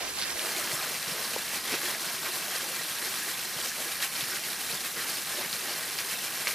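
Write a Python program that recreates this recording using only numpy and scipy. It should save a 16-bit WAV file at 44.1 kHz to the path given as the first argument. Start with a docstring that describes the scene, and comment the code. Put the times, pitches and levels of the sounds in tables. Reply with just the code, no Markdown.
"""A thin waterfall drops past icicles into a hollow of rock: uneven gushes of drops patter on wet stone.
Patter and fine spray are short rings, bubbles and noise; the churning pool is low bubbles, noise and rumble.
Larger lumps slap down as a damped ring, a crack and scattered droplets; rivulets and gurgles are runs of
bubbles, and trapped air gulps and plops at low pitch. Faint noise puffs are air brushing the microphone.
It turns from side-on to face the fall: the left lag vanishes and its level loss shrinks to a slight one."""
import sys
import numpy as np
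from scipy import signal
from scipy.fft import rfft, irfft
from scipy.io import wavfile
from scipy.ndimage import map_coordinates

SR = 44100
rng = np.random.default_rng(int(sys.argv[2]) if len(sys.argv) > 2 else 0)


def wrap_up_sound(samples):
    """Save the sound to the file named by the first command line argument, as 16-bit audio."""
    columns = np.atleast_2d(samples).T
    # keep every value between -1 and 1, then stretch to whole-number steps
    tamed = np.clip(columns, -1, 1)
    steps = np.round(tamed * 32767).astype(np.int16)
    wavfile.write(sys.argv[1], SR, steps)


N = 288656  # samples
TIME = np.arange(N) / SR  # s


def gain_of(db):
    """Decibels to amplitude."""
    return 10 ** (np.asarray(db) / 20)


def evened(x):
    """Scales a mid-side pair so that the mid has rms 1."""
    return x / np.sqrt(np.mean(x[0] ** 2) + 1e-20)


def level(table, axis=1):
    """One dB column of a curve as a gain for every sample."""
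    columns = np.transpose(table)
    return gain_of(np.interp(TIME, columns[0], columns[axis]))


def add(mix, s, sound):
    """Mixes a sound in at time s."""
    part = mix[..., max(round(s * SR), 0):][..., :sound.shape[-1]]
    part += sound[..., :part.shape[-1]]


def coloured(x, points):
    """Causal minimum-phase filter whose gain follows (f/Hz, level/dB) points."""
    hz, db = np.transpose(points)
    bins_hz = abs(np.fft.fftfreq(4096, 1 / SR))
    curve_db = np.interp(np.log(bins_hz + 1), np.log(hz + 1), db)
    log_gain = curve_db * np.log(10) / 20
    # the Hilbert transform of the log gain supplies the minimum phase
    taps = np.fft.ifft(np.exp(np.conj(signal.hilbert(log_gain)))).real[:2048]
    taps = taps.reshape((1,) * (x.ndim - 1) + (-1,))
    return signal.oaconvolve(x, taps, axes=-1)[..., :x.shape[-1]]


def drift(rate_hz):
    """Smooth chance of rms 1, changing at up to about the given rate."""
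    hz = np.fft.rfftfreq(8192, 1 / 1000)  # drawn at 1000 points a second
    band = hz / (hz + rate_hz / 3) / (1 + (hz / rate_hz) ** 2)
    slow = irfft(rfft(rng.standard_normal(8192)) * band)
    return np.interp(TIME, np.arange(len(slow)) / 1000, slow / slow.std())


def ring(hz, cycles, rise=0):
    """A damped oscillation, 27 dB down after the given cycles; rise lifts its pitch like a surfacing bubble."""
    u = np.arange(int(2 * cycles * SR / hz) + 4) * hz / SR / cycles
    wave = np.sin(2 * np.pi * cycles * (u + rise * u * u / 2))
    onset = 1 - np.exp(-2 * np.pi * cycles * u)
    return wave * np.exp(-np.pi * u) * onset


def grains(low_hz, high_hz, per_s, cycles, spread_db, rise, clump, count=28):
    """A shower of short rings on a ladder of pitches, of random time, size and direction, as mid and side."""
    out = np.zeros((2, N))
    for hz in np.geomspace(low_hz, min(high_hz, SR / 2), count):
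        stream = np.random.default_rng(rng.integers(2 ** 31))
        when, size, side, sign = stream.random((int(per_s * N / SR / count) + 1, 4)).T
        at = (when * N).astype(int)
        gain = gain_of(spread_db * -np.log(size + np.exp(-4)))  # many small, few large
        gain = gain * np.sign(sign - .5) * clump[at]
        pan = (2 * side - 1) * np.sqrt(3)
        hits = np.array([np.bincount(at, gain, N), np.bincount(at, gain * pan, N)])
        shape = ring(hz, cycles, rise)
        shape = shape[None] * np.sqrt(hz) / np.linalg.norm(shape)
        out += signal.oaconvolve(hits, shape, axes=1)[:, :N]
    return evened(out)


def bubbles(low_hz, high_hz, per_s, cycles, spread_db, rise, clump):
    """Separate bubbles, each ringing at a pitch and for a life of its own, as mid and side."""
    out = np.zeros((2, N))
    for when, pitch, size, side, life in rng.random((int(per_s * N / SR), 5)):
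        hz = low_hz * (high_hz / low_hz) ** pitch
        gain = gain_of(-spread_db * np.log(size + np.exp(-4)))  # many small, few large
        gain = gain * clump[int(when * N)] * hz / low_hz
        pan = (2 * side - 1) * np.sqrt(3)
        bubble = ring(hz, cycles * (.5 + life), rise)
        add(out, when * N / SR, gain * np.outer([1, pan], bubble))
    return evened(out)


def wash(swell):
    """Countless tiny impacts merged into noise."""
    return evened(rng.standard_normal((2, N)) * swell)


def hollow(x, t60, wet_db):
    """The rock walls scatter each impact into a short tail of sparse echoes."""
    t = np.arange(SR // 4) / SR
    echoes = rng.standard_normal((2, len(t))) * (rng.random((2, len(t))) < 2500 / SR)  # 2500 per s
    tail = echoes * gain_of(-60 * t / t60) * (t > .002)
    tail /= np.linalg.norm(tail, axis=1, keepdims=True)
    return evened(x + gain_of(wet_db) * signal.oaconvolve(x[:1], tail, axes=1)[:, :N])


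# Air brushing the microphone, strongest near the start. Columns: t/s, level/dB
BUFFET = [(0, -65), (.28, -55.5), (.5, -79), (.9, -72), (1.75, -69), (2.2, -90), (2.65, -78), (3.1, -79),
          (3.65, -73), (4.8, -72), (5.45, -70), (5.68, -88), (5.9, -72), (6.1, -84), (6.35, -69),
          (6.55, -71)]
# Tone of the puffs. Columns: f/Hz, level/dB
BUFFET_COLOUR = [(10, -8), (30, -2), (60, 7), (110, 2), (250, -33)]
PUFF_DB, PUFF_HZ = 3.5, 8  # rms unevenness (dB) and rate (Hz) of the puffs


def buffet():
    """Faint lumpy puffs of air on the microphone: low noise with a drifting swell."""
    puffs = wash(gain_of(PUFF_DB * drift(rate_hz=PUFF_HZ)))
    return level(BUFFET) * evened(coloured(puffs, BUFFET_COLOUR))


def spurting(per_s, decay_s):
    """Lumps of the broken stream land abruptly and die away: lopsided chance of rms 1."""
    chance, size = rng.random((2, N))
    landings = (chance < per_s / SR) * (2.0 + size)
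    lumps = signal.lfilter([1], [1, -np.exp(-1 / (decay_s * SR))], landings)
    return (lumps - lumps.mean()) / (lumps.std() + 1e-9)


# Gushes of the stream, before the lull and sway are added.
# Columns: t/s at the crest, half length/s, surge level/dB on the rock, in the spray, in the pool
GUSHES = [(0.016, 0.058, 7, 3, 11.5), (0.194, 0.034, 4.5, 3, 3), (0.605, 0.024, -0.5, 1, -2),
          (0.745, 0.021, 0.5, 5.5, 3), (0.828, 0.018, 2.5, 1, 0), (0.966, .025, 3, 3.5, 3),
          (1.086, 0.022, 3, 2, 5), (1.558, 0.028, 4.5, 3, 4), (1.66, .04, 1.5, 1.5, 5),
          (1.73, .044, 6, 5.5, 15.5), (1.855, .06, 1.5, 3, 6), (2.088, 0.023, 2, -1, 3),
          (2.266, 0.028, 5, 4, 2), (2.345, 0.027, 3, 4, 2), (2.537, 0.045, 2.5, 1, 1.5),
          (2.688, 0.028, 0.5, 3.5, 7), (2.9, 0.023, 1, 2, -2), (3.03, 0.045, 1.5, 2.5, 6),
          (3.67, 0.04, 0, 0.5, -1), (3.923, 0.029, 3.5, 3, -1), (3.81, 0.027, 1.5, 3, 6),
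          (4.03, 0.03, 5.5, 6, 3), (4.19, 0.041, 4.5, 3.5, 2), (4.362, 0.023, 3, 4, 2),
          (4.732, 0.029, 2.5, 1, 7), (4.85, 0.019, 5.5, 2.5, -1), (4.987, 0.037, 4, 2, 11),
          (5.118, 0.073, 3, 3, 6), (5.4, 0.084, 2, 0.5, 11.5), (5.555, 0.035, 3, 1, 3),
          (5.695, 0.09, 1, -1, 5.5), (6.006, .016, 2.5, 3, 4), (6.118, 0.036, 2.5, 2, -5),
          (6.253, 0.025, 2.5, 2.5, 2), (6.5, 0.027, 4, 5, 1)]
LULL_SHARE, LULL_LENGTH = 0.32, 2.77  # depth as a share of the surge, length as a multiple of the gush
SWAY_DB, SWAY_HZ = .8, 9  # lesser chance surges: rms size (dB), rate (Hz)


def gushing():
    """Water is held back around each crest, deepest just before it: surge in dB on rock, in spray, in pool."""
    surge = np.zeros((3, N))
    for s, half_s, rock_db, spray_db, pool_db in GUSHES:
        u = (TIME - s) / half_s
        lull = LULL_SHARE * np.exp(-((u + 1) / LULL_LENGTH) ** 2)
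        surge += np.outer([rock_db, spray_db, pool_db], np.exp(-u ** 2) - lull)
    return surge + SWAY_DB * drift(rate_hz=SWAY_HZ)


# Base flow before the gushes, loudest as the microphone comes to face the fall.
# Columns: t/s, patter level/dB, fine spray level/dB, pool level/dB
FLOW = [(0.0, -39, -40, -50), (0.35, -36.5, -36, -46.5), (0.58, -35, -35, -43), (0.95, -36, -36.5, -46.5),
        (2.15, -36.5, -36.5, -46.5), (3.5, -37, -36.5, -49.5), (6.55, -37, -36.5, -49.5)]


def base_flow(axis):
    """The slow level of one layer: 1 patter, 2 spray, 3 pool."""
    return level(FLOW, axis)


# Tone of the churning water. Columns: f/Hz, level/dB
POOL_COLOUR = [(60, -28), (150, -10.5), (250, -2), (280, -6), (363, 3), (429, -3.5), (476, 2.5),
               (516, -1.5), (653, 3), (700, -2), (1100, -3), (1430, -46), (2420, -120)]
# Tone of the rumble beneath. Columns: f/Hz, level/dB
RUMBLE_COLOUR = [(15, -45), (40, -40), (86, -23), (105, -17), (145, 0), (250, -3), (320, -55), (550, -120)]
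RUMBLE_DB = -58.5  # rms before the shared bass loss


def pool(spurts, surge):
    """Bubbles burble where the water runs into the pool, over its low rumble."""
    clump = gain_of(0.085 * spurts + 0.18 * drift(rate_hz=14))
    plips = bubbles(low_hz=225, high_hz=1325, per_s=300, cycles=18, spread_db=1.2, rise=0.05, clump=clump)
    churn = plips + gain_of(7.5) * wash(clump)
    burble = base_flow(axis=3) * gain_of(surge) * evened(coloured(churn, POOL_COLOUR))
    rumble = gain_of(RUMBLE_DB) * evened(coloured(wash(1), RUMBLE_COLOUR))
    return burble + rumble


# Large air pockets gulping in the pool, before filtering. Columns: t/s, ring level/dB, starting pitch f/Hz
GULPS = [(0.731, -34, 143), (1.072, -37, 150), (1.116, -33, 171), (1.726, -27, 390), (1.731, -27, 720),
         (1.737, -25, 320), (1.742, -26, 560), (1.834, -34, 370), (2.36, -31, 590), (3.561, -36, 151),
         (3.802, -33, 590), (4.225, -35, 154), (4.73, -34, 145), (5.458, -37, 172), (5.532, -39, 167)]
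PLOP_AT, PLOP_DB = 1.3632, -19  # one hollow plop: s, dB before its mode levels and filtering
# Modes of the plop's cavity. Columns: f/Hz, level/dB re the plop, t60/s
PLOP_MODES = [(520, -4, .022), (870, 0, .008)]


def air_pockets(cycles, rise):
    """Trapped air gulps low in the pool; one cavity shuts with a short hollow plop."""
    gulps, plop = np.zeros((2, N)), np.zeros((2, N))
    t = np.arange(SR // 10) / SR
    for s, db, hz in GULPS:
        add(gulps[0], s, gain_of(db) * ring(hz, cycles, rise))
    for hz, db, t60 in PLOP_MODES:
        fade = gain_of(PLOP_DB + db - 60 * t / t60)
        add(plop[0], PLOP_AT, -fade * np.sin(2 * np.pi * hz * t))
    # small pockets radiate little far below their own pitch
    return coloured(gulps, [(40, -25), (125, 0)]) + coloured(plop, [(100, -25), (420, 0)])


# Tone of the spray. Columns: f/Hz, level/dB
SPRAY_COLOUR = [(3820, -19), (6500, -0.5), (10600, 1.5), (12200, 1), (14100, -2), (14900, -9.5), (15400, 0)]


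def spray(spurts):
    """The finest droplets and bursting bubbles fizz above the patter."""
    clump = gain_of(.5 * spurts)
    droplets = grains(low_hz=6240, high_hz=16100, per_s=5500, cycles=1.7, spread_db=3, rise=0, clump=clump)
    fizz = bubbles(low_hz=6000, high_hz=15000, per_s=500, cycles=130, spread_db=1.6, rise=.008, clump=clump)
    mist = droplets + gain_of(-4) * fizz + gain_of(2.5) * wash(clump)
    return base_flow(axis=2) * evened(coloured(mist, SPRAY_COLOUR))


# Flurries of bubbles where a gush drags air under, before the shared bass loss.
# Columns: t/s at the middle, peak level/dB, central pitch f/Hz, half length/s
GURGLES = [(0.232, -21.5, 4400, .03), (1.728, -26.5, 5800, .035), (1.738, -26, 2400, .05),
           (1.953, -29, 2000, .018), (2.56, -31, 1550, .07), (4.33, -30, 1750, .06), (5.0, -30, 1700, .04),
           (5.45, -30, 2000, .024), (0.632, -29.5, 1490, 0.12), (0.813, -31, 1530, .11),
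           (1.171, -37.5, 523, 0.088), (2.258, -28.5, 1510, .04), (3.68, -25, 5600, .065)]


def gurgles(cycles, pitch_spread, count=16):
    """A gush sheds a brief flurry of bubbles of similar pitch."""
    out = np.zeros((2, N))
    for s, db, hz, half_s in GURGLES:
        flurry = np.zeros((2, N))
        for early, late, pitch, size, side in rng.random((count, 5)):
            bubble = ring(hz * np.exp(pitch_spread * (2 * pitch - 1)), cycles, rise=0.025)
            bubble = (0.45 + size) * np.outer([1, 2 * side - 1], bubble)
            add(flurry, s + half_s * (late - early), bubble)  # crowded towards the middle
        out += gain_of(db) * flurry / abs(flurry[0]).max()
    return out


# runs per s, pitch range (Hz) before climb and scatter, run length (s), bubbles in each run
TRICKLES_PER_S, TRICKLE_HZ, TRICKLE_S, TRICKLE_BUBBLES = 30, (1700, 5700), .07, 4
TRICKLE_DB, TRICKLE_CYCLES = -3.5, 48  # dB re the patter's base flow before bubble size; ring in cycles
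TRICKLE_CLIMB, TRICKLE_SCATTER = .08, .08  # pitch climb over a run, and scatter either way, as shares


def trickles():
    """Rivulets form and fade, each a short run of clear bubbles that tends to climb a little in pitch."""
    out = np.zeros((2, N))
    low_hz, high_hz = TRICKLE_HZ
    for when, pitch, side in rng.random((int(TRICKLES_PER_S * N / SR), 3)):
        run_hz = low_hz * (high_hz / low_hz) ** pitch
        for age, scatter, size in rng.random((TRICKLE_BUBBLES, 3)):
            hz = run_hz * (1 + TRICKLE_CLIMB * (age - .5) + TRICKLE_SCATTER * (2 * scatter - 1))
            gain = np.sqrt(np.sin(np.pi * age)) * (.5 + size) * np.sqrt(hz / low_hz)
            bubble = gain * ring(hz, TRICKLE_CYCLES, rise=.03)
            add(out, when * N / SR + age * TRICKLE_S, np.outer([1, 2 * side - 1], bubble))
    return gain_of(TRICKLE_DB) * base_flow(axis=1) * out


# Lumps of water hitting stone, before filtering.
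# Columns: t/s, smack peak level/dB, smack pitch f/Hz, length/cycles, droplet scatter level/dB re smack
SLAPS = [(0.0246, -24, 2200, 2, -17), (0.188, -18, 4450, 10, -14), (0.2234, -14, 4400, 14, -14),
         (0.3938, -13.5, 3100, 3, -18), (0.4037, -20, 2200, 3, -20), (0.5648, -17.5, 3500, 4, -22),
         (1.0287, -18.5, 4300, 5, -22), (1.7222, -19, 2600, 5, -17), (1.7302, -16.5, 5000, 5, -15),
         (1.7415, -18, 1500, 3, -18), (1.752, -18.5, 2200, 2, -22), (1.7715, -23, 2000, 4, -17),
         (1.8165, -21, 1650, 3, -20), (1.842, -21, 3000, 4, -21), (1.856, -11.5, 7200, 2, -22),
         (1.8635, -21, 5000, 6, -14), (1.9124, -16.5, 2200, 1.3, -28), (1.9485, -21, 2090, 6, -17),
         (2.0778, -18.5, 4200, 4, -21), (2.6823, -19.5, 4300, 4, -21), (3.025, -21.5, 1800, 3, -20),
         (3.049, -19, 4290, 5, -14), (3.3946, -19, 5900, 3, -19), (4.0042, -19, 2500, 2, -22),
         (4.0252, -13.5, 4000, 5, -12.5), (4.209, -17, 3550, 5, -14), (4.358, -18, 3500, 3, -16),
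         (5.249, -20, 3700, 4, -23), (5.4305, -23, 2500, 5, -21), (5.4480, -19.5, 2100, 10, -26),
         (5.5293, -13.5, 4100, 6.5, -16), (5.9875, -13.5, 4800, 5, -15), (5.9886, -17.5, 2200, 3.5, -25),
         (6.4714, -9.5, 2200, 4.4, -17), (6.4733, -18, 2600, 5, -22), (6.4785, -19, 4350, 26, -19),
         (6.4802, -20, 1900, 8, -20), (6.4895, -21, 2800, 18, -15)]
# Tone of the crack and the droplets. Columns: f/Hz, level/dB
SCATTER_COLOUR = [(200, -22), (900, -11), (1600, 0), (4400, -1), (7000, -11), (12000, -13), (16000, -22)]
CRACK_DB, CRACK_T60 = -10, .008  # starting level (dB re smack peak), t60 (s)


def slaps(scatter_t60):
    """A lump smacks once, its skin tearing with a brief crack, then its droplets land all around."""
    out = np.zeros((2, N))
    t = np.arange(SR // 5) / SR
    for s, db, hz, cycles, scatter_db in SLAPS:
        smack = ring(hz, cycles)
        side = rng.random() - .5
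        add(out, s, gain_of(db) * np.outer([1, side], smack / abs(smack).max()))
        crack = evened(coloured(rng.standard_normal((2, len(t))), SCATTER_COLOUR))
        add(out, s, gain_of(db + CRACK_DB - 60 * t / CRACK_T60) * crack)
        droplets = rng.standard_normal((2, len(t))) * gain_of(3.5 * rng.standard_normal(len(t)))
        fade = gain_of(-60 * t / scatter_t60) * np.minimum(t / .004, 1)
        add(out, s, gain_of(db + scatter_db) * fade * evened(coloured(droplets, SCATTER_COLOUR)))
    return coloured(out, [(200, -25), (1100, -4.0)])  # so small a splash radiates little bass


# Tone of the patter. Columns: f/Hz, level/dB
PATTER_COLOUR = [(650, -11.5), (1100, -7), (1660, -3.5), (3530, -6.5), (4220, -3.5), (4830, -6), (5770, -5),
                 (6500, -11), (8450, -21.5), (14300, -120)]


def patter(spurts):
    """Drops smack on wet stone in clumps, and some leave small ringing bubbles."""
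    clump = gain_of(.52 * spurts)
    drops = grains(low_hz=930, high_hz=7300, per_s=4400, cycles=1.7, spread_db=3.1, rise=0, clump=clump)
    tinkle = bubbles(low_hz=1100, high_hz=6200, per_s=650, cycles=26, spread_db=2.1, rise=.06, clump=clump)
    water = hollow(drops, t60=.08, wet_db=-9) + gain_of(-7.5) * tinkle + wash(clump)
    return base_flow(axis=1) * evened(coloured(water, PATTER_COLOUR))


# The microphone turns towards the fall. Columns: t/s, angle off to the right/share of a quarter turn
ANGLE = [(0, 1), (.3, 1), (.42, .5), (.55, 0), (6.55, 0)]
# Stereo spread, a filter on the side signal. Columns: f/Hz, level/dB
WIDTH = [(30, 3), (60, -3), (90, -10), (130, -13), (300, -13), (600, -17), (1200, -21), (2600, -21),
         (3500, -11), (5000, -15), (8000, -10), (12000, -11), (15000, -16)]
PORT_LAG_S = 3.6e-5  # lag between the two ports for a sound from the side


def ports(water, walls_db):
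    """Two close ports: from the side the fall reaches the left one later, and the walls are heard more."""
    angle = np.interp(TIME, *np.transpose(ANGLE))
    mid, side = water
    side = coloured(side, WIDTH) + gain_of(walls_db) * angle * side
    heard_at = np.arange(N) - angle * PORT_LAG_S * SR
    left = map_coordinates(mid + side, [heard_at], order=5, mode="nearest")
    return np.array([left * gain_of(-.35 - 1.9 * angle), mid - side])


# Small splashes radiate almost no deep bass. Columns: f/Hz, level/dB
BASS_LOSS = [(25, -24), (55, -15), (100, 0.5)]


def scene():
    """All the water in mid and side, with the air puffs, heard through the two ports."""
    spurts = spurting(per_s=100, decay_s=0.011)
    on_rock, in_spray, in_pool = gushing()
    water = pool(spurts, in_pool) + air_pockets(cycles=3.4, rise=0.11)
    water += gain_of(in_spray) * spray(spurts)
    water += gurgles(cycles=11, pitch_spread=.25, count=22)
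    water += slaps(scatter_t60=.11)
    water += gain_of(on_rock) * (patter(spurts) + trickles())
    return ports(coloured(water, BASS_LOSS) + buffet(), walls_db=-9)


EDGE_HZ = 15350  # top of the band


def record(dry):
    """A steep low-pass closes the top of the band."""
    taps = signal.firwin(511, EDGE_HZ, window=("kaiser", 9), fs=SR)
    return signal.oaconvolve(dry, taps[None], "same")


dry = scene()
out = record(dry)
wrap_up_sound(out)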